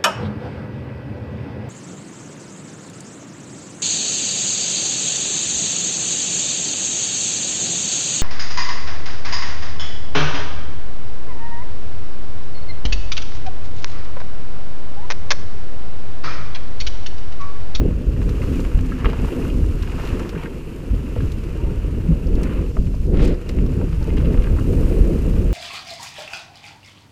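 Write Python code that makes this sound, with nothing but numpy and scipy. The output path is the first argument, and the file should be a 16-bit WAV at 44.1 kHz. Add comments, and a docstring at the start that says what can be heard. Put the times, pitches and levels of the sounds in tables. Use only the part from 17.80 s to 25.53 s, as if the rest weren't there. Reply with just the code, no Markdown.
"""A bicycle runs down a loose gravel trail, heard from a cased microphone on the rider's helmet.
Tyres: shared cracks and pitched grains in noise bands, and a hollow noise hum. Low thuds sag in pitch.
Stones ring decaying frame modes and rattle on; grit ticks as short noise bursts.
Wind on the case: shaped noise pushes and lumpy rush, thumps, one brightening gust, thin wandering howls."""
import sys
import numpy as np
from scipy import signal
from scipy.fft import rfft, irfft, next_fast_len
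from scipy.io import wavfile
from scipy.ndimage import uniform_filter1d

SR = 44100
rng = np.random.default_rng(int(sys.argv[2]) if len(sys.argv) > 2 else 0)


def wav_out(sig):
    """Save sig, one row per channel (or a flat mono array), as 16-bit PCM at SR to the path in sys.argv[1]."""
    wavfile.write(sys.argv[1], SR, np.round(np.clip(np.atleast_2d(sig).T, -1, 1) * 32767).astype(np.int16))


N = 340893


def gain_of(db):
    """Decibels to amplitude gain."""
    return 10 ** (np.asarray(db) / 20)


def evened(x):
    """Scales to rms 1."""
    return x / np.sqrt(np.mean(x ** 2) + 1e-20)


def curve(rows, column):
    """One table column interpolated over time, for every sample."""
    rows = np.array(rows)
    return np.interp(np.arange(N) / SR, rows[:, 0], rows[:, column])


def add(mix, start_s, sound):
    """Mixes a sound in at a time, cut at the end of the mix."""
    part = mix[round(start_s * SR):][:len(sound)]
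    part += sound[:len(part)]


def coloured(x, spectrum):
    """Filters a flat signal to a spectrum table, linear in dB over log frequency, at rms 1."""
    hz, db = np.transpose(spectrum)
    size = next_fast_len(len(x))
    log_bins = np.log(np.fft.rfftfreq(size, 1 / SR) + 1)
    bin_db = np.interp(log_bins, np.log(hz + 1), db, -120, -120)
    return evened(irfft(rfft(x, size) * gain_of(bin_db), size)[:len(x)])


def flutter(per_s):
    """Low-passed noise of rms 1 that changes about per_s times a second."""
    lowpass = signal.butter(2, per_s, fs=SR, output="sos")
    return evened(signal.sosfilt(lowpass, rng.standard_normal(N)))


def grain_gains(spread_db):
    """Random grain sizes: most small, a few large."""
    return gain_of(spread_db * np.minimum(rng.exponential(1, N), 4))


def grains(per_s, spread_db):
    """Sparse clicks of random sign and size, at rms 1."""
    sizes = grain_gains(spread_db)
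    signs = rng.choice([-1., 1.], N)
    return evened(sizes * signs * (rng.random(N) < per_s / SR))


def stones(low_hz, high_hz, per_s, spread_db, cycles, count=16):
    """Shifting stones as decaying sines at random times; each falls 20 dB in the given cycles."""
    hits = grain_gains(spread_db) * (rng.random(N) < per_s / SR)
    kind = rng.integers(0, count, N)
    t = np.arange(1024) / SR
    out = np.zeros(N)
    for k, hz in enumerate(np.geomspace(low_hz, high_hz, count)):
        shape = np.sin(2 * np.pi * hz * t) * gain_of(-20 * hz * t / cycles)
        out += signal.oaconvolve(hits * (kind == k), shape)[:N]
    return evened(out)


# Tyres on packed ground. Each row: time in seconds, crunch, hiss and top-of-hiss base levels in dB.
PACKED_GROUND = [(0.05, -48, -58, -65), (0.2, -52, -59, -63.5), (0.6, -46.5, -54.5, -59.5),
                 (1.05, -47, -55, -59), (1.85, -48, -54, -57.5), (2.5, -49.5, -57, -61.5),
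                 (2.9, -50, -58.5, -60.5), (3.5, -48.5, -56, -60), (4.3, -50, -58.5, -61),
                 (4.9, -54.5, -56, -62), (5.3, -56, -58.5, -61.5), (5.6, -49.5, -58.5, -62.5),
                 (6.15, -49.5, -56.5, -60.5), (6.9, -48, -54, -55.5), (7.69, -46.5, -54.5, -57)]
# Loose gravel. Each row: start in seconds, length in seconds, added crunch, hiss and top-of-hiss in dB,
# before the soft edges.
LOOSE_PATCHES = [(0.42, 0.1, 2, 2, 2.5), (0.6, 0.28, 2.5, 3, 4), (1.153, 0.25, 5.5, 0, -1.5),
                 (1.412, 0.29, 6, 2, 3.5), (2.017, 0.22, 3.5, 1.5, 0.5), (2.18, 0.3, 7.5, 4.5, 4),
                 (2.563, 0.097, 10, 1, 2), (3.667, 0.43, 1, -0.5, -1), (4.584, 0.26, 11.5, -0.5, 2.5),
                 (6.24, 0.52, 3, 0, -0.5), (6.995, .2, 3, 1, 2.5)]
PATCH_EDGE_S = 0.053


def ground_db(column):
    """Base level of one tyre layer: packed ground plus loose patches with tanh edges."""
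    t, db = np.arange(N) / SR, curve(PACKED_GROUND, column)
    for start_s, length_s, *added_db in LOOSE_PATCHES:
        rise = np.tanh((t - start_s) / PATCH_EDGE_S)
        fall = np.tanh((t - start_s - length_s) / PATCH_EDGE_S)
        db = db + added_db[column - 1] * (rise - fall) / 2
    return db


# Tyre spectra: roar, case resonance, hiss, top of the hiss.
# Each row: frequency in Hz, relative density in dB per Hz.
ROAR_SPECTRUM = [(400, -39), (680, -4), (824, -6), (900, -0.5), (1280, 0), (1830, -3.5), (2200, -6.5),
                 (2860, -28), (4840, -120)]
CASE_SPECTRUM = [(1210, -45), (2050, -7), (2450, 0.5), (2760, 2.5), (3050, -3.5), (3500, -12), (4550, -16),
                 (7700, -120)]
HISS_SPECTRUM = [(1940, -9), (3300, -2), (4050, -0.5), (4880, 0.5), (6310, -2), (7310, -1.5), (9500, -27)]
HISS_TOP_SPECTRUM = [(6000, -24), (8000, -6), (12500, -9), (13900, -10), (15300, -13.5)]
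CASE_DB, CASE_FOLLOWS, USUAL_CRUNCH_DB = -49, 0.79, -45  # CASE_DB holds at the usual crunch
LOW_STONE_CYCLES, HIGH_STONE_CYCLES = 2.9, 8
CRACKS_IN_ROAR, CRACKS_IN_CASE, CRACKS_IN_HISS = 0.29, 0.43, 0.27


def tyres():
    """Stones pop and crack inside smooth noise; all bands share the same bumps and cracks."""
    bumps, cracks = flutter(33.0), grains(320.0, 7.5)
    crunch_db = ground_db(1)
    case_db = CASE_DB + CASE_FOLLOWS * (crunch_db - USUAL_CRUNCH_DB)
    low_pops = stones(604.0, 2480.0, 600., 3.3, LOW_STONE_CYCLES) + CRACKS_IN_ROAR * cracks
    high_pops = stones(2230.0, 3460.0, 600., 3.3, HIGH_STONE_CYCLES) + CRACKS_IN_CASE * cracks
    # spectrum, base dB, pops, share of pops, bump depth dB
    layers = [(ROAR_SPECTRUM, crunch_db, low_pops, .65, 1.2),
              (CASE_SPECTRUM, case_db, high_pops, .55, 1.1),
              (HISS_SPECTRUM, ground_db(2), cracks, CRACKS_IN_HISS, .8),
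              (HISS_TOP_SPECTRUM, ground_db(3), cracks, CRACKS_IN_HISS, .7)]
    out = np.zeros(N)
    for spectrum, db, pops, share, bump_db in layers:
        smooth = np.sqrt(1 - share ** 2) * coloured(rng.standard_normal(N), spectrum)
        rough = share * coloured(pops, spectrum)
        out += gain_of(db + bump_db * bumps) * (smooth + rough)
    return out


# Hollow hum of the tyres. Each row: time in seconds, level in dB.
HUM_LEVEL = [(0.1, -60), (0.25, -39.5), (0.6, -48), (0.77, -28.5), (0.9, -40), (1.02, -32.5), (1.28, -37),
             (1.45, -37), (1.65, -33), (1.95, -44), (2.4, -38), (2.6, -54), (3.3, -37), (3.6, -58)]
# Hum resonance. Each row: frequency in Hz, relative density in dB per Hz.
HUM_SPECTRUM = [(180, -50), (232, -4.5), (252, 4.5), (272, -4.5), (340, -36)]


def hum():
    """Noise in one narrow low resonance."""
    return gain_of(curve(HUM_LEVEL, 1)) * coloured(rng.standard_normal(N), HUM_SPECTRUM)


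# Stones on the frame. Each row: start in seconds, peak of the first hit in dB, centre of the blow in Hz,
# spread in octaves.
STONE_KNOCKS = [(0.364, -34, 1500, 0.32), (0.4164, -27, 1600, 0.56), (.438, -41, 2180, 0.79),
                (.49, -28.5, 1500, .4), (0.618, -30.5, 2150, 0.18), (0.639, -32, 1200, .6),
                (.724, -36, 2500, 0.35), (.746, -31, 2600, 0.36), (.795, -32, 1200, 0.31),
                (0.85, -24, 1480, 0.64), (0.916, -28, 1170, 0.7), (0.95, -29, 1930, 0.66),
                (0.989, -29, 1700, .6), (1.043, -40, 2300, .4), (1.12, -22.5, 1520, 0.15),
                (1.21, -27, 1830, 0.62), (1.2461, -14, 1450, 0.34), (1.252, -34, 2600, 0.6),
                (1.256, -17, 1660, 0.5), (1.2576, -14, 1880, 0.5), (1.2595, -35, 2800, 0.22),
                (1.2623, -33, 2800, .2), (1.265, -18, 1450, 0.54), (1.275, -37, 2200, .65),
                (1.2915, -27, 1250, 0.4), (1.296, -31, 2500, 0.82), (1.3006, -25, 2190, 0.7),
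                (1.309, -33, 2200, 0.65), (1.306, -35, 2700, 0.51), (1.3315, -32, 3580, 0.61),
                (1.332, -22.5, 1150, 0.43), (2.024, -32, 2800, 0.33), (2.033, -27.5, 1500, 0.6),
                (2.066, -32, 1700, .5), (1.398, -29, 1500, .7), (1.526, -34, 2680, 0.24),
                (1.623, -33.5, 2500, 0.091), (1.7, -32.5, 2730, 0.18), (2.075, -27, 1790, 0.96),
                (2.0972, -29.5, 1500, 0.73), (2.116, -31, 2500, .4), (2.124, -33, 1100, 0.54),
                (2.184, -29, 1070, 0.64), (2.197, -26, 1200, 0.62), (2.236, -26.5, 1100, 0.71),
                (2.252, -35, 2600, 0.44), (2.264, -29, 1400, 0.57), (2.273, -33, 2800, .3),
                (2.285, -30, 1500, .5), (2.304, -31, 1000, 0.51), (2.312, -35, 2200, 0.43),
                (2.345, -35, 1400, 0.27), (2.372, -35, 1100, 0.49), (2.395, -26, 1560, 0.73),
                (2.402, -25, 1250, .3), (2.417, -30, 960, 0.35), (2.431, -35, 2400, 0.33),
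                (2.449, -30, 1600, .3), (2.457, -31, 1250, 0.31), (2.492, -30, 2230, .4),
                (2.531, -36, 1500, 0.28), (2.551, -29, 1500, 0.5), (2.559, -31, 1700, 0.16),
                (2.634, -34, 1600, .6), (2.658, -26.5, 1690, 0.2), (3.354, -43, 2600, 0.27),
                (3.3612, -37, 1550, 0.38), (3.3612, -24, 540, 0.53), (3.368, -38, 1700, 0.27),
                (3.384, -37, 2700, .4), (3.405, -26, 1550, .4), (4.9665, -44, 2200, .3),
                (4.9681, -21.5, 850, 0.47), (5.068, -38.5, 2600, 0.33), (5.139, -39, 1250, .35),
                (5.141, -31.5, 760, 0.42), (5.344, -30, 1700, 0.77), (5.372, -32, 2800, 0.34),
                (5.394, -23, 1920, .3), (5.457, -32, 2500, .3), (5.478, -29, 1500, .5),
                (5.693, -26.5, 2320, 0.5), (5.787, -27, 2000, 0.51), (6.0124, -30, 1500, 0.42),
                (6.0133, -24.5, 780, 0.41), (6.129, -30, 1550, 0.89), (6.297, -37, 2800, .3),
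                (6.304, -32, 2300, 0.18), (6.367, -37, 2600, .3), (6.372, -30, 1920, 0.62),
                (6.377, -27, 2000, 0.51), (6.382, -30, 2400, .6), (6.407, -40, 1900, .5),
                (6.448, -31, 2200, 0.46), (6.455, -33, 2800, 0.33), (6.523, -33, 700, 0.37),
                (6.542, -30, 1300, 0.54), (6.548, -33, 1200, 0.13), (6.575, -27, 1600, .5),
                (6.582, -31, 1300, .3), (6.593, -30, 1700, 0.54), (6.621, -33, 2300, .4),
                (6.642, -27, 1890, 0.46), (6.658, -32, 1200, 0.43), (6.67, -27, 1480, .4),
                (6.705, -35, 1300, .3), (6.765, -32, 1300, 0.36), (6.786, -25, 1490, 0.24),
                (6.789, -27, 1440, .3), (6.809, -39, 2800, .1)]
# Frame modes. Each row: frequency in Hz, relative level in dB, share of the ring time.
FRAME_MODES = [(470, 8, 1.0), (570, 4.5, 1), (625, 10, 1), (780, 1, 0.63), (923, 4.5, 0.71),
               (1170, 6.5, 0.36), (1317, 8.5, 0.29), (1613, 1.5, 0.6), (1822, -1.5, 0.51), (2096, 2, 0.46),
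               (2477, 2, 0.53), (2824, 3.5, 0.58), (3114, -3.5, 0.66), (3900, 0.5, 0.35), (4900, 2, 0.39)]
RING_S = 0.033  # 60 dB decay at usual width and full share
BLOW_DB, BLOW_CYCLES = -4.5, 2.16  # greatest level against the ring, pulse length
SOFT_MODE_HZ, SOFT_RISE_S, HARD_RISE_S = 640, .0024, .0004  # low modes swell more slowly
USUAL_OCTAVES, CLICK_HZ = .5, 1500  # narrower or lower blows click less
SPOT_DB = 3  # random range of each mode level, as stones land on different spots
RATTLE_S, RATTLE_DB, RATTLE_FADE_DB = .012, -12, -2  # three rebounds within RATTLE_S


def knocks():
    """A pulse excites frame modes near its centre, high modes swelling first; small rebounds follow."""
    out, t = np.zeros(N), np.arange(4000) / SR
    hz, mode_db, share = np.transpose(FRAME_MODES)[:, :, None]
    modes = len(FRAME_MODES)
    rise_s = np.maximum(SOFT_RISE_S * (SOFT_MODE_HZ / hz) ** 2, HARD_RISE_S)
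    swell = 1 - np.exp(-(t / rise_s) ** 2)
    draws = rng.random((len(STONE_KNOCKS), 2 * modes + 3))
    for (start_s, db, centre_hz, octaves), draw in zip(STONE_KNOCKS, draws):
        turn, spot, later = np.split(draw[:, None], [modes, 2 * modes])
        octaves = max(octaves, .1)
        width = octaves / USUAL_OCTAVES
        reach_db = -2.2 * (np.log2(hz / centre_hz) / octaves) ** 2 + SPOT_DB * (spot - .5)
        decay_db = -60 * t * width ** .5 / (RING_S * share)  # narrow blows ring longer
        tones = np.sin(2 * np.pi * (hz * t + 0.44 * turn))
        ring = (gain_of(mode_db + reach_db + decay_db) * tones * swell).sum(0)
        cycles = centre_hz * t
        blow = np.sin(2 * np.pi * cycles) * np.sin(np.pi * np.minimum(cycles / BLOW_CYCLES, 1)) ** 2
        click = gain_of(BLOW_DB) * min(width, 1) * min(centre_hz / CLICK_HZ, 1) ** 2
        sound = ring / abs(ring).max() + click * blow
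        sound = gain_of(db) * sound / abs(sound).max()
        add(out, start_s, sound)
        for u in later[:, 0]:
            add(out, start_s + RATTLE_S * u, -gain_of(RATTLE_DB + RATTLE_FADE_DB * u) * sound)
    return out


# Grit on hard parts. Each row: start in seconds, nominal peak in dB (twice the rms before decay), centre in Hz.
GRIT_TICKS = [(0.2194, -42, 3000), (0.493, -32.5, 4200), (0.803, -34, 5200), (1.0093, -40, 6200),
              (1.25, -34, 3600), (1.267, -37, 3100), (1.33, -40, 3400), (2.022, -37, 3000),
              (2.026, -32.5, 4240), (2.217, -38, 4200), (2.252, -35, 4500), (2.2737, -33, 3300),
              (2.289, -39, 4500), (2.394, -35, 4600), (2.492, -29.5, 3900), (3.4047, -40, 3400),
              (3.5185, -31, 3900), (4.47, -39, 5000), (4.553, -37, 4600), (4.632, -30, 5330),
              (5.1507, -44, 4900), (5.45, -34.5, 8000), (5.476, -33, 4900), (5.5423, -45, 4700),
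              (5.691, -27.5, 4150), (5.863, -39.5, 4160), (6.227, -38, 4480), (6.371, -44, 4500),
              (6.3814, -45, 3800), (6.45, -47, 2900), (6.621, -39, 4000)]
TICK_S = 0.04  # 60 dB decay
TICK_OCTAVES, WIDER_PER_DB, USUAL_TICK_DB, SKIRT_DB = .45, .025, -36, 14  # harder ticks spread wider


def ticks():
    """Sharp snaps: band-shaped noise under a fast exponential decay."""
    out, t = np.zeros(N), np.arange(2048) / SR
    noise = rng.standard_normal((len(GRIT_TICKS), 2048))
    steps = np.arange(-5, 6)
    skirt_db = -np.minimum(4.5 * abs(steps) ** 1.9, SKIRT_DB + abs(steps))
    for (start_s, db, centre_hz), snap in zip(GRIT_TICKS, noise):
        octaves = max(TICK_OCTAVES + WIDER_PER_DB * (db - USUAL_TICK_DB), .2)
        band = np.transpose([centre_hz * 2. ** (steps * octaves), skirt_db])
        add(out, start_s, gain_of(db - 60 * t / TICK_S) * coloured(snap, band) / 2)
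    return out


# Low thuds, from tyres or wind. Each row: start in seconds, peak in dB, start and end pitch in Hz,
# length in seconds.
LOW_THUDS = [(2.54, -23.5, 197.6, 140, 0.084), (3.101, -10.5, 61.6, 36, 0.041),
             (4.26, -15, 183.3, 150, 0.085)]


def thuds():
    """Soft low sines that sag in pitch under a raised-cosine swell."""
    out = np.zeros(N)
    for start_s, db, start_hz, end_hz, length_s in LOW_THUDS:
        hz = np.linspace(start_hz, end_hz, round(length_s * SR))
        tone = np.sin(2 * np.pi * np.cumsum(hz) / SR)
        add(out, start_s, gain_of(db) * np.hanning(len(hz)) * tone)
    return out


# Hard thumps of wind. Each row: time of the crest in seconds, rise of the slow pushes in dB.
WIND_THUMPS = [(0.46, 4), (0.95, 8.5), (1.26, 4.5), (1.76, 13.5), (2.33, 11), (4.99, 13.5), (3.49, 4),
               (4.33, 4.5), (4.541, 1), (5.86, 6), (6.36, 7), (6.589, 9), (6.85, 6), (7.211, 7.5)]
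THUMP_RISE_S, THUMP_FALL_S = 0.0045, 0.0089


def thumps_db():
    """Extra wind strength: each thump rises fast and falls a little slower."""
    t, out = np.arange(N) / SR, np.zeros(N)
    for crest_s, db in WIND_THUMPS:
        side_s = np.where(t < crest_s, THUMP_RISE_S, THUMP_FALL_S)
        out += db * np.exp(-((t - crest_s) / side_s) ** 2)
    return out


# Wind on the case. Each row: time in seconds, base levels in dB of slow pushes, low, middle and upper rush.
WIND_LEVELS = [(0.05, -15, -21, -22, -24)]
WIND_LEVELS += [
    (0.1, -17, -28, -25, -28), (0.14, -17, -28, -30, -37), (0.22, -27, -32, -33, -35),
    (0.29, -14, -27, -28, -34), (0.37, -20, -21, -30, -34), (0.73, -20, -30, -30, -33),
    (0.79, -21, -23, -27, -32), (0.92, -21, -34, -40, -35), (0.96, -14, -21, -30, -35),
    (1.07, -22, -32, -30, -38), (1.22, -27, -26, -33, -35), (1.26, -18, -27, -24, -25),
    (1.36, -25, -29, -32, -34), (1.45, -19, -23, -28, -30), (1.53, -31, -39, -40, -28),
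    (1.6, -25, -29, -28, -30), (1.83, -16, -22, -29, -34), (2.02, -23, -31, -36, -38),
    (2.4, -26, -29, -31, -31), (2.53, -30, -39, -35, -36), (3.07, -30, -36, -38, -39),
    (3.14, -14, -22, -30, -35), (3.18, -27, -30, -38, -40), (3.27, -27, -40, -34, -38),
    (3.44, -20, -19, -30, -32), (3.54, -23, -31, -35, -40), (3.73, -26, -32, -36, -35),
    (4.24, -20, -24, -31, -35), (4.3, -21, -20, -18, -31), (4.34, -12, -26, -28, -32),
    (4.41, -27, -27, -32, -36), (4.53, -13, -25, -29, -29), (4.66, -22, -29, -27, -31),
    (4.81, -21, -25, -33, -31), (4.85, -20, -38, -34, -33), (4.93, -23, -30, -36, -43),
    (4.98, -25, -32, -28, -28), (5.0, -18, -23, -26, -37), (5.19, -21, -29, -35, -42),
    (5.34, -11, -19, -22, -24), (5.5, -14, -22, -21, -24), (5.55, -22, -34, -34, -31),
    (5.61, -32, -36, -41, -38), (5.8, -15, -24, -24, -32), (5.93, -22, -25, -30, -33),
    (6.01, -20, -25, -25, -28), (6.12, -22, -26, -32, -38), (6.54, -16, -22, -22, -26),
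    (6.62, -16, -23, -31, -32), (6.88, -19, -23, -26, -30), (7.21, -13, -22, -27, -26),
    (7.34, -18, -30, -24, -29), (7.38, -18, -26, -27, -30), (7.68, -15, -24, -27, -29)]
# Wind spectra: pushes, low, middle and upper rush. Each row: frequency in Hz, relative density in dB per Hz.
PUSH_SPECTRUM = [(7.1, -126), (12, 0.5), (43, 9), (70, 1), (110, -19.5), (170, -65), (290, -120)]
RUSH_SPECTRUM = [(45, -22), (75, 6.5), (140, -3), (190, -26), (400, -78), (730, -120)]
RUSH_MIDDLE_SPECTRUM = [(70, -40), (120, -13.5), (160, 2.5), (270, -2), (340, -23), (730, -93)]
RUSH_TOP_SPECTRUM = [(160, -46), (250, -16), (310, 0.5), (467, -1.5), (750, -23.5), (980, -32),
                     (1650, -120)]
LUMP_DB, LUMPS_PER_S = 2, 14
RUSH_LUMP_DB, RUSH_LUMPS_PER_S = 1, 12.3
THUMP_IN_RUSH, TOP_FOLLOWS = 0.11, 0.66  # thump share in the low rush; share of its lumps higher up


def wind():
    """Eddies break on the case: slow pushes, and a rush that comes in lumps."""
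    push = coloured(rng.standard_normal(N), PUSH_SPECTRUM)
    # partly levels successive pushes
    push = evened(push / (uniform_filter1d(push ** 2, size=1800) + .1) ** .33)
    eddies = rng.standard_normal(N) * gain_of(1.64 * flutter(23.5))
    hard_db = thumps_db()
    pushes = gain_of(curve(WIND_LEVELS, 1) + hard_db + LUMP_DB * flutter(LUMPS_PER_S)) * push
    lump_db = THUMP_IN_RUSH * hard_db + RUSH_LUMP_DB * flutter(RUSH_LUMPS_PER_S)
    low = gain_of(curve(WIND_LEVELS, 2) + lump_db) * coloured(eddies, RUSH_SPECTRUM)
    middle = gain_of(curve(WIND_LEVELS, 3)) * coloured(eddies, RUSH_MIDDLE_SPECTRUM)
    upper = gain_of(curve(WIND_LEVELS, 4)) * coloured(eddies, RUSH_TOP_SPECTRUM)
    return pushes + low + gain_of(TOP_FOLLOWS * lump_db) * (middle + upper)


# Hard gust. Each row: time in seconds, relative level in dB, upper edge in Hz.
GUST_PATH = [(5.29, -64, 2000), (5.35, -44.5, 2530), (5.4, -38, 3200), (5.45, -36.5, 5200),
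             (5.48, -41.5, 3900), (5.55, -45, 2500)]


def gust():
    """Gritty noise above 600 Hz; level and upper edge each follow the table, brightest near the crest."""
    grit = rng.standard_normal(N) * gain_of(1.2 * flutter(60.0)) + 0.52 * grains(900.0, 3.8)
    hz, t, bins = signal.stft(evened(grit), SR, nperseg=256)
    path_s, db, top_hz = np.transpose(GUST_PATH)
    edge = 1 / (1 + (hz[:, None] / np.interp(t, path_s, top_hz)) ** 3.4) * (hz[:, None] > 600)
    edge = edge / np.sqrt(np.mean(edge ** 2, 0))  # the edge leaves the level alone
    level = gain_of(np.interp(t, path_s, db, -120, -120))
    return signal.istft(bins * edge * level, SR, nperseg=256)[1][:N]


# Faint narrow howls. Each row: start in seconds, length in seconds, base level in dB, mean pitch in Hz.
FAINT_HOWLS = [(2.52, 0.25, -47.5, 910), (3.747, 0.22, -47.5, 929), (6.192, 0.16, -43, 891)]
HOWL_WANDER, HOWL_WANDERS_PER_S, HOWL_ROUGH_DB = 0.012, 20.0, 4.5  # wander: rms share of the pitch


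def howls():
    """Thin, rough sines whose pitch wanders, swelling and fading."""
    out = np.zeros(N)
    wander, rough = flutter(HOWL_WANDERS_PER_S), flutter(70.0)
    for start_s, length_s, db, hz in FAINT_HOWLS:
        part = slice(round(start_s * SR), round((start_s + length_s) * SR))
        tone = np.sin(2 * np.pi * np.cumsum(hz * (1 + HOWL_WANDER * wander[part])) / SR)
        swell = np.hanning(len(tone)) ** 0.58
        add(out, start_s, gain_of(db + HOWL_ROUGH_DB * rough[part]) * swell * tone)
    return out


def scene():
    """All sources sum at one microphone, in open air."""
    bicycle = tyres() + hum() + knocks() + ticks()
    air = wind() + gust() + howls()
    return (bicycle + thuds() + air)[None]


EDGE_HZ = 15350


def record(dry):
    """Soft overload on the strongest peaks, then a low-pass band limit."""
    ceiling = .95
    soft = dry / (1 + abs(dry / ceiling) ** 4) ** .25
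    lowpass = signal.firwin(1023, EDGE_HZ, window=("kaiser", 9), fs=SR)
    return signal.oaconvolve(soft, lowpass[None], "same")


dry = scene()
out = record(dry)
wav_out(out)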